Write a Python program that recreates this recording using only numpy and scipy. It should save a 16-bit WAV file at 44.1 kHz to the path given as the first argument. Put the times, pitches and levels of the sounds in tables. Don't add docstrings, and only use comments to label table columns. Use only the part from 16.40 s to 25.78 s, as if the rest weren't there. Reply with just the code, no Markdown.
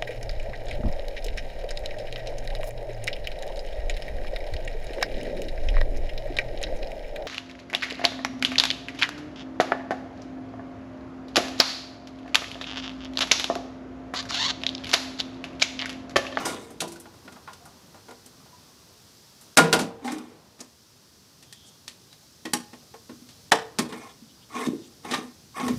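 import sys
import numpy as np
from scipy import signal
from scipy.fft import rfft, irfft, next_fast_len
from scipy.io import wavfile
from scipy.ndimage import uniform_filter1d, minimum_filter1d

SR = 44100
rng = np.random.default_rng(int(sys.argv[2]) if len(sys.argv) > 2 else 0)


def generate_wav(sig):
    pcm = np.round(np.clip(np.atleast_2d(sig).T, -1, 1) * 32767).astype(np.int16)
    wavfile.write(sys.argv[1], SR, pcm)


def gain_from_db(level_db):
    decades = np.asarray(level_db, float) / 20
    return 10 ** decades


N = 413658

# time in seconds, rumble in dB, drip murmur in dB, hiss in dB.
BACKGROUND = [(0.0, -46, -30, -45), (0.23, -52, -50.5, -64), (0.78, -56, -54, -56), (3.19, -63, -59, -54),
              (3.34, -40, -41, -54), (3.45, -55, -43.5, -64), (4.39, -63, -61.5, -57),
              (7.05, -58.5, -60.5, -53.5), (7.47, -55, -45, -58.5), (7.68, -60.5, -60.5, -55.5),
              (9.2, -56.5, -61, -54.5), (9.38, -32, -58, -46)]
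# pitch in Hz, level in dB per Hz.
HUSH = [(15, -58), (25, -31), (82, -2.5), (137, -2), (223, -6), (263, -15.5), (293, -6.5), (394, -14),
        (560, -16.5), (607, -19.5), (1070, -20.5), (2280, -25), (5280, -14.5), (7110, -22), (16000, -28)]
HISS_BAND_HZ = [4500, 5900]
# pitch in Hz, time to fade by 60 dB in seconds.
KITCHEN = [(100, 0.39), (400, 0.44), (1500, 0.32), (5000, 0.29), (13000, .2)]
# start in seconds, length in seconds, pitch in Hz, width in Hz, level in dB.
RUBS = [(5.033, 0.37, 3370, 500, -59.5), (5.249, 0.061, 7000, 4400, -55), (7.679, 0.047, 3370, 500, -57),
        (5.7, .06, 3900, 150, -58), (7.879, 0.05, 3400, 800, -59), (7.921, .11, 4850, 140, -63.5),
        (8.007, .045, 3180, 700, -56), (8.411, 0.068, 3400, 1200, -58.5), (4.202, .018, 6100, 2800, -38),
        (3.4, 0.027, 6100, 2800, -39.5)]
# start in seconds, edge (2-6 kHz) in dB, thump in dB, body in dB, top in dB,
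# time to fade by 60 dB in seconds.
SINK_BLOWS = [(0.0534, -28, -33, -37, -28.5, 0.3), (0.3037, -56, -39, -57, -44, 0.13),
              (0.4038, -15, -34, -48, -24, 0.11), (0.4174, -31, -26, -29, -30, 0.04),
              (0.4394, -75, -41, -32, -51, 0.098), (0.477, -40, -46, -69, -39.5, 0.17),
              (0.5184, -42, -46, -63, -36, 0.12), (0.5582, -43, -49, -56, -48, 0.08),
              (0.599, -59, -45, -69, -35.5, 0.12), (0.6554, -46, -44, -47, -73, 0.069),
              (0.7396, -53, -44, -56, -65, 0.068), (0.8494, -64, -36.5, -60, -73, 0.11),
              (0.8784, -37, -56, -41, -73, 0.052), (0.9222, -44, -41, -59, -50, 0.088),
              (0.9594, -61, -64, -44, -67, 0.089), (1.076, -38, -77, -36, -78, 0.092),
              (1.131, -37.5, -67, -60, -44.5, 0.079), (1.2538, -60, -74, -44, -43, 0.1),
              (1.5435, -57, -54, -49.5, -64, 0.13), (1.6844, -49, -45, -44.5, -56, 0.099),
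              (1.7084, -46, -51, -42, -51, 0.068), (1.8602, -46, -41, -67, -35.5, 0.059),
              (2.0594, -58, -54, -55, -66, 0.051), (3.01, -60, -75, -68, -44, 0.17),
              (3.1714, -2, -12, -13, -8, 0.12), (3.1855, -16, -21, -9, -40, 0.068),
              (3.2394, -27, -31, -33, -53, 0.24), (3.3276, -5.5, -15.5, -23.5, -16.5, 0.1),
              (3.3344, -37, -39, -16.5, -26, 0.14), (3.3888, -22.5, -24, -37.5, -28, 0.2)]
BOARD_BLOWS = [(3.6466, -37, -45, -42, -42, 0.08), (3.676, -28, -48, -33.5, -49, 0.12),
               (3.7183, -33, -31.5, -45, -33.5, 0.11), (3.7825, -30, -30.5, -56, -38, 0.035),
               (4.1914, -46, -49, -58.5, -53, 0.089), (4.2055, -44.5, -42.5, -48, -38, 0.087),
               (5.025, -41.5, -56, -67, -48, 0.08), (5.1253, -34, -67, -73, -38, 0.069),
               (5.478, -28.5, -56, -63.5, -39.5, 0.11), (5.727, -43, -65, -67.5, -52, 0.062),
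               (6.0527, -25.5, -32, -37.5, -39.5, 0.092), (6.134, -14, -23, -27.5, -13.5, 0.077),
               (6.3316, -40.5, -41.5, -47.5, -56, 0.085), (6.54, -46.5, -51, -41, -58, 0.067),
               (6.6945, -44.5, -34, -48, -65, 0.082), (6.8882, -41.5, -59.5, -80, -56, 0.16),
               (7.1185, -2.5, -24.5, -10, -14.5, 0.062), (7.1254, -37, -30.5, -10, -38, 0.055),
               (7.3876, -13.5, -18, -28, -18.5, 0.09), (7.5237, -33, -35, -40, -48, 0.093),
               (8.2639, -26.5, -28, -51, -36, 0.064), (8.6488, -39, -34, -43.5, -46, 0.11),
               (8.7104, -19.5, -26.5, -39, -37, 0.19), (8.7374, -18.5, -42, -31, -35, 0.11),
               (9.1981, -27, -28, -32, -57, 0.093), (9.2803, -23.5, -26.5, -29.5, -29.5, 0.07)]
BLOW_HZ = [250, 900, 3500, 10000]
# pitch in Hz, level above the blow's colour in dB, 60 dB fade in seconds.
SINK_MODES = [(165, -6.5, 0.25), (250, -5.5, .3), (346.7, -1.5, 0.1), (463, -3, 0.47), (601, -7, 0.33),
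              (658, 2.5, 0.15), (789, -3, 0.36), (986, 0, 0.24), (1200, -8, 0.17), (1300, -12, 0.076),
              (1420, 9, 0.15), (1830, -8.5, .1)]
CAN_MODES = [(243, 3, 0.18), (318.2, -4, 0.34), (447, -12, .2), (834, 2, 0.099), (1072, -1.5, 0.24),
             (1200, -23, 0.11), (1825, 1, 0.099), (2130, -12, 0.033), (2330, -29.5, 0.092),
             (3300, -21, 0.029)]
# start in seconds, peak in dB.
SNAPS = [(0.0564, -17), (1.1325, -38), (1.8645, -44), (3.172, -1), (3.3288, 1.5), (4.2045, -29),
         (5.1267, -27), (5.4803, -17.5), (5.7296, -32.5), (6.0542, -29), (6.135, -6), (7.12, -4),
         (7.387, -6.5)]
# start in seconds, pitch in Hz, level in dB, 60 dB fade in seconds,
# rise in seconds.
NOTES = [(.056, 8400, -31, 0.12, .002), (.056, 5050, -31, 0.1, 0.0018), (.056, 3700, -41, .3, .002),
         (0.021, 2930, -42, 0.49, .004), (3.199, 165, -15.5, 0.24, 0.011), (3.233, 463, -15.5, 0.24, .006),
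         (3.719, 310, -20, .2, 0.028), (6.135, 5650, -31, 0.11, .001), (6.135, 834, -24.5, 0.12, 0.0023),
         (0.421, 340, -37.5, 0.7, .01), (.42, 753, -29, 0.1, .005), (0.559, 1490, -36.5, 0.04, .003),
         (.67, 830, -37, 0.061, .005), (0.961, 1300, -42, 0.051, .003), (1.081, 1050, -34, 0.077, .004),
         (1.2, 703, -48.5, 0.56, .02), (2.128, 987, -43.5, 0.13, .005), (3.4, 462, -28, 0.59, .03),
         (3.645, 792, -23.5, 0.23, .02), (3.63, 245, -23.5, 0.41, .03), (3.678, 2080, -23, 0.025, .002),
         (5.125, 1860, -43.5, 0.045, .002), (6.055, 1910, -31, 0.081, 0.0018),
         (6.334, 1890, -51, .06, .002), (6.54, 454, -40, 0.16, .004), (6.72, 99, -48, 0.43, .04),
         (7.124, 1830, -24.5, 0.076, .003), (7.125, 447, -25, 0.49, .006), (7.12, 817, -7.5, 0.062, .002),
         (8.21, 2050, -26, 0.1, .015), (8.245, 3700, -30, 0.092, .01)]
THUDS = [(6.819, 239, -36.5, .1, 0.0028), (7.82, 230, -36.5, 0.11, .004), (7.389, 243, -15.5, 0.13, 0.0018),
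         (8.272, 250, -15.5, 0.067, 0.00093), (8.285, 250, -11, 0.022, 0.00068),
         (8.301, 259, -28, 0.044, .002), (8.332, 356, -19, 0.04, 0.0017), (8.349, 290, -27.5, .06, 0.0024),
         (8.383, 335, -33.5, 0.071, 0.0035), (8.398, 343, -33.5, 0.039, .002), (8.838, 250, -30, 0.1, .004),
         (9.294, 250, -25.5, .05, .001), (9.303, 250, -13.5, 0.086, .002)]
# time in seconds, pitch in Hz, level in dB.
SQUEALS = [
    [(7.62, 1080, -53), (7.658, 1073, -45.5), (7.7, 1070, -66)],
    [(8.1, 1130, -51), (8.156, 1100, -33.5), (8.26, 1051, -43)],
    [(8.735, 1191, -30), (8.895, 1216, -67), (8.91, 1200, -64)],
    [(9.145, 1115, -45.5), (9.191, 1126, -33), (9.29, 1073, -43)],
]
# time in seconds, board groan in dB, can wall in dB, cutter grit in dB.
STROKES = [
    [(0.0, -32, -31, -41), (0.048, -41, -35, -51), (0.054, -32.5, -32, -33), (0.37, -49, -62, -65),
     (0.39, -53, -68, -62)],
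    [(3.62, -49, -60, -71), (3.654, -36, -37.5, -43), (3.728, -40, -38, -42), (3.762, -37, -45, -52),
     (4.0, -56, -64, -76)],
    [(7.49, -44, -45, -46), (7.532, -34.5, -39.5, -50), (7.71, -49.5, -51, -55), (7.76, -56.5, -71, -75)],
    [(8.09, -64, -58, -62), (8.158, -32, -29.5, -40.5), (8.264, -31, -33, -40.5), (8.28, -30.5, -62, -61.5),
     (8.48, -57.5, -74.5, -54)],
    [(8.62, -64, -69, -61), (8.652, -42.5, -38, -49), (8.748, -26.5, -30.5, -38), (8.92, -57, -65, -68)],
    [(9.13, -81, -67.5, -67.5), (9.17, -38, -32, -43), (9.304, -25.5, -39, -42.5), (9.38, -45, -61, -72)],
]
# pitch in Hz, width in Hz, level in dB.
GROAN = [(242.3, 16, -3), (310, 45, -6.5), (447, 40, -5)]
# pitch in Hz, width in Hz, level in dB.
WALL = [(754, 130, -1.5), (1050, 63, -2.5), (1130, 120, -1.5), (1460, 150, -10.5), (1746, 120, -8),
        (2178, 74, -6.5), (2416, 90, -9)]
# pitch in Hz, width in Hz, level in dB.
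GRIT = [(2740, 130, -17.5), (3700, 390, -0.5), (4870, 2900, -1), (6300, 900, -0.5), (8000, 1700, -4.5),
        (11000, 2720, -18)]
EDGES_HZ = 25 * 2 ** np.arange(0, 9.5, 1 / 3)


def rms_one(x):
    return x / np.sqrt(np.mean(x ** 2) + 1e-20)


def in_time(rows, outside=None):
    s, *columns = np.transpose(rows)
    return [np.interp(np.arange(N) / SR, s, c, outside, outside) for c in columns]


def at_hz(xs, ys, hz):
    return np.interp(np.log(hz), np.log(xs), ys)


def bandpass(x, low_hz, high_hz, order=2):
    return signal.sosfilt(signal.butter(order, [low_hz, high_hz], "band", fs=SR, output="sos"), x)


def bands():
    white = rng.standard_normal((2, N))
    for k, (low, high) in enumerate(zip(EDGES_HZ, EDGES_HZ[1:])):
        yield np.sqrt(low * high), bandpass(white[k % 2], low, high)


def wobble(rate_hz, count):
    knots = rng.standard_normal((count, 1200))
    return [np.interp(np.arange(N) / SR * rate_hz, np.arange(1200), k) for k in knots]


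def fade(t, t60):
    return np.exp(-np.log(1000) * t / t60)


def ring(clicks, hz, t60):
    r = gain_from_db(-60 / (max(t60, 1 / 2000) * SR))
    w = 2 * np.pi * hz / SR
    return signal.lfilter([0, np.sin(w)], [1, -2 * r * np.cos(w), r * r], clicks + 1e-18)


def resonate(x, peaks, patchy_db):
    out = 0
    feeds = wobble(60, count=len(peaks))
    for k, ((hz, width_hz, level_db), own) in enumerate(zip(peaks, feeds)):
        r = np.exp(-np.pi * width_hz / SR)
        fed = x * gain_from_db(patchy_db * own)
        rung = signal.lfilter([1, 0, -1], [1, -2 * r * np.cos(2 * np.pi * hz / SR), r * r], fed)
        out = out + (-1) ** k * gain_from_db(level_db) * rms_one(rung)
    return rms_one(out)


def colour_db(blow, hz):
    s, edge_db, thump_db, body_db, top_db, t60 = blow
    levels_db = [thump_db - 11, thump_db, body_db, edge_db - 7.5, top_db, top_db - 24]
    return at_hz([80] + BLOW_HZ + [16000], levels_db, hz)


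def rattle_envelope(hz):
    t = np.arange(SR // 2) / SR
    envelope = np.zeros(N + len(t))
    rise = 1 - np.exp(-t * min(hz * 0.44, 900))
    for blow in SINK_BLOWS + BOARD_BLOWS:
        at = round(blow[0] * SR)
        t60 = max(blow[5], .01) * (hz / 2000) ** -.25
        dying = t[:round(t60 * SR)]
        envelope[at:at + len(dying)] += gain_from_db(colour_db(blow, hz)) * rise[:len(dying)] * fade(dying, t60)
    return envelope[:N]


def background_and_rattle():
    rumble_db, murmur_db, hiss_db = in_time(BACKGROUND)
    air, rattle = np.zeros(N), np.zeros(N)
    patches_db = 2.0 * np.array(wobble(14, count=4))
    for hz, noise in bands():
        octaves_off = abs(np.log2(hz / np.array([170, 900, 5000])))
        share = np.clip(1 - octaves_off / 2.61, 0, 1) + [hz < 170, 0, hz > 5000]
        share = share / share.sum()
        swell_db = share[0] * (rumble_db + 67) + share[1] * (murmur_db + 72.5) + share[2] * (hiss_db + 63)
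        uneven_db = patches_db[round(hz) % 4] * (hz < 1400)
        air += gain_from_db(at_hz(*np.transpose(HUSH), hz) + swell_db - 43.5 + uneven_db) * noise
        rattle += rattle_envelope(hz) * rms_one(noise)
    hump = bandpass(rng.standard_normal(N), *HISS_BAND_HZ, order=1)
    air += gain_from_db(hiss_db - 8.5) * rms_one(hump)
    return air, gain_from_db(-7) * rattle


def kitchen(x):
    size = next_fast_len(N + SR)
    hz = np.arange(size // 2 + 1) * SR / size + 1e-3
    t60 = at_hz(*np.transpose(KITCHEN), hz)
    loops = 0
    for k, lag in enumerate(rng.uniform(.011, .037, 10)):
        turn = gain_from_db(-60 * lag / np.maximum(t60, .05)) * np.exp(-2j * np.pi * hz * lag)
        loops = loops + (-1) ** k * turn / (1 - turn)
    return irfft(rfft(x, size) * loops, size)[:N]


def rubs():
    out = np.zeros(N)
    noises = rng.standard_normal((len(RUBS), SR // 2))
    for (s, length, hz, width_hz, level_db), noise in zip(RUBS, noises):
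        band = bandpass(noise, hz - width_hz / 2, hz + width_hz / 2)
        swell = np.sqrt(np.hanning(round(length * SR)))
        out[round(s * SR):][:len(swell)] += gain_from_db(level_db) * swell * rms_one(band)[:len(swell)]
    return out


def struck(blows, modes, level_db):
    out = np.zeros(N + SR)
    chance = rng.standard_normal((len(blows), len(modes)))
    hz, mode_db, t60 = np.transpose(modes)[:, :, None]
    for blow, own in zip(blows, chance):
        damped = t60 * max(blow[5], .01) / 0.11
        t = np.arange(round(min(damped.max(), .5) * SR)) / SR
        gain = gain_from_db(colour_db(blow, hz) + mode_db + level_db + 2.5 * own[:, None])
        tones = gain * fade(t, damped) * np.sin(2 * np.pi * hz * t)
        out[round(blow[0] * SR):][:len(t)] += tones.sum(axis=0)
    return out[:N]


def snaps():
    clicks = np.zeros(N)
    clicks[[round(s * SR) for s, peak_db in SNAPS]] = gain_from_db(np.array(SNAPS)[:, 1] + 1.5)
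    return ring(clicks, 5000, 1 / 1000) + gain_from_db(-10.5) * np.diff(clicks, prepend=0)


def notes_and_thuds():
    out, t = np.zeros(N + SR), np.arange(SR // 2) / SR
    for s, hz, level_db, t60, rise in NOTES + THUDS:
        shape = (1 - np.exp(-t / max(rise, .0005))) * fade(t, t60)
        pair = np.sin(2 * np.pi * hz * t) + 0.24 * np.sin(2 * np.pi * (hz + 40) * t)
        out[round(s * SR):][:len(t)] += gain_from_db(level_db) * shape * pair
    return out[:N]


def lid_squeal():
    out = np.zeros(N)
    slow = signal.butter(2, 70, fs=SR, output="sos")
    flutter = rms_one(signal.sosfilt(slow, rng.standard_normal((2, N))))
    for rows in SQUEALS:
        phase = 2 * np.pi * np.cumsum(in_time(rows)[0]) / SR
        level = gain_from_db(in_time(rows, outside=-120)[1] - 2.0)
        out += level * ((1 + .7 * flutter[0]) * np.sin(phase) + .4 * flutter[1] * np.cos(phase))
    return out


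def cranking():
    hits = rng.random(N) < 1200 / SR
    strength = gain_from_db(2.3 * np.minimum(rng.exponential(1, N), 3))
    slips = rms_one(hits * strength * rng.choice([-1, 1], N)) + 0.58 * rng.standard_normal(N)
    groan = resonate(slips, GROAN, patchy_db=5.5)
    wall = resonate(slips, WALL, patchy_db=3.0)
    grit = resonate(slips, GRIT, patchy_db=2.5)
    layers = np.array([groan, wall, grit])
    out = np.zeros(N)
    for stroke in STROKES:
        span = slice(round(stroke[0][0] * SR), round(stroke[-1][0] * SR))
        levels = gain_from_db(np.array(in_time(stroke))[:, span] - 5.0)
        out[span] += (levels * layers[:, span]).sum(axis=0)
    return out


def scene():
    air, near = background_and_rattle()
    near += struck(SINK_BLOWS, SINK_MODES, level_db=-9.5)
    near += struck(BOARD_BLOWS, CAN_MODES, level_db=-4.5)
    near += snaps() + rubs() + notes_and_thuds()
    near += cranking() + lid_squeal()
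    near = signal.sosfilt(signal.butter(4, 150, "high", fs=SR, output="sos"), near)
    return (near + gain_from_db(-19) * kitchen(near) + air)[None]


def band_limit(x):
    return signal.sosfilt(signal.butter(12, 16460, fs=SR, output="sos"), x)


def record(dry):
    power_db = 10 * np.log10(uniform_filter1d(dry[0] ** 2, size=132) + 1e-12)
    ahead, block = round(.012 * SR), round(.004 * SR)
    coming_db = -minimum_filter1d(-power_db, size=ahead, origin=-(ahead // 2))
    duck_db = -1.6 * np.maximum(coming_db - power_db - 28.5, 0)
    swell_in_db = -minimum_filter1d(-power_db, size=block, origin=-(block // 2)) - 29.5
    swell_in = gain_from_db(swell_in_db) * rms_one(signal.lfilter([1], [1, -.6], rng.standard_normal(N)))
    ducked = dry * gain_from_db(uniform_filter1d(duck_db, size=44))
    rounded = 1.239 * np.tanh((ducked + swell_in) / 1.153)
    mix = signal.sosfilt(signal.cheby2(10, 60, 16600, fs=SR, output="sos"), rounded)
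    return band_limit(mix)


dry = scene()
out = record(dry)
generate_wav(out)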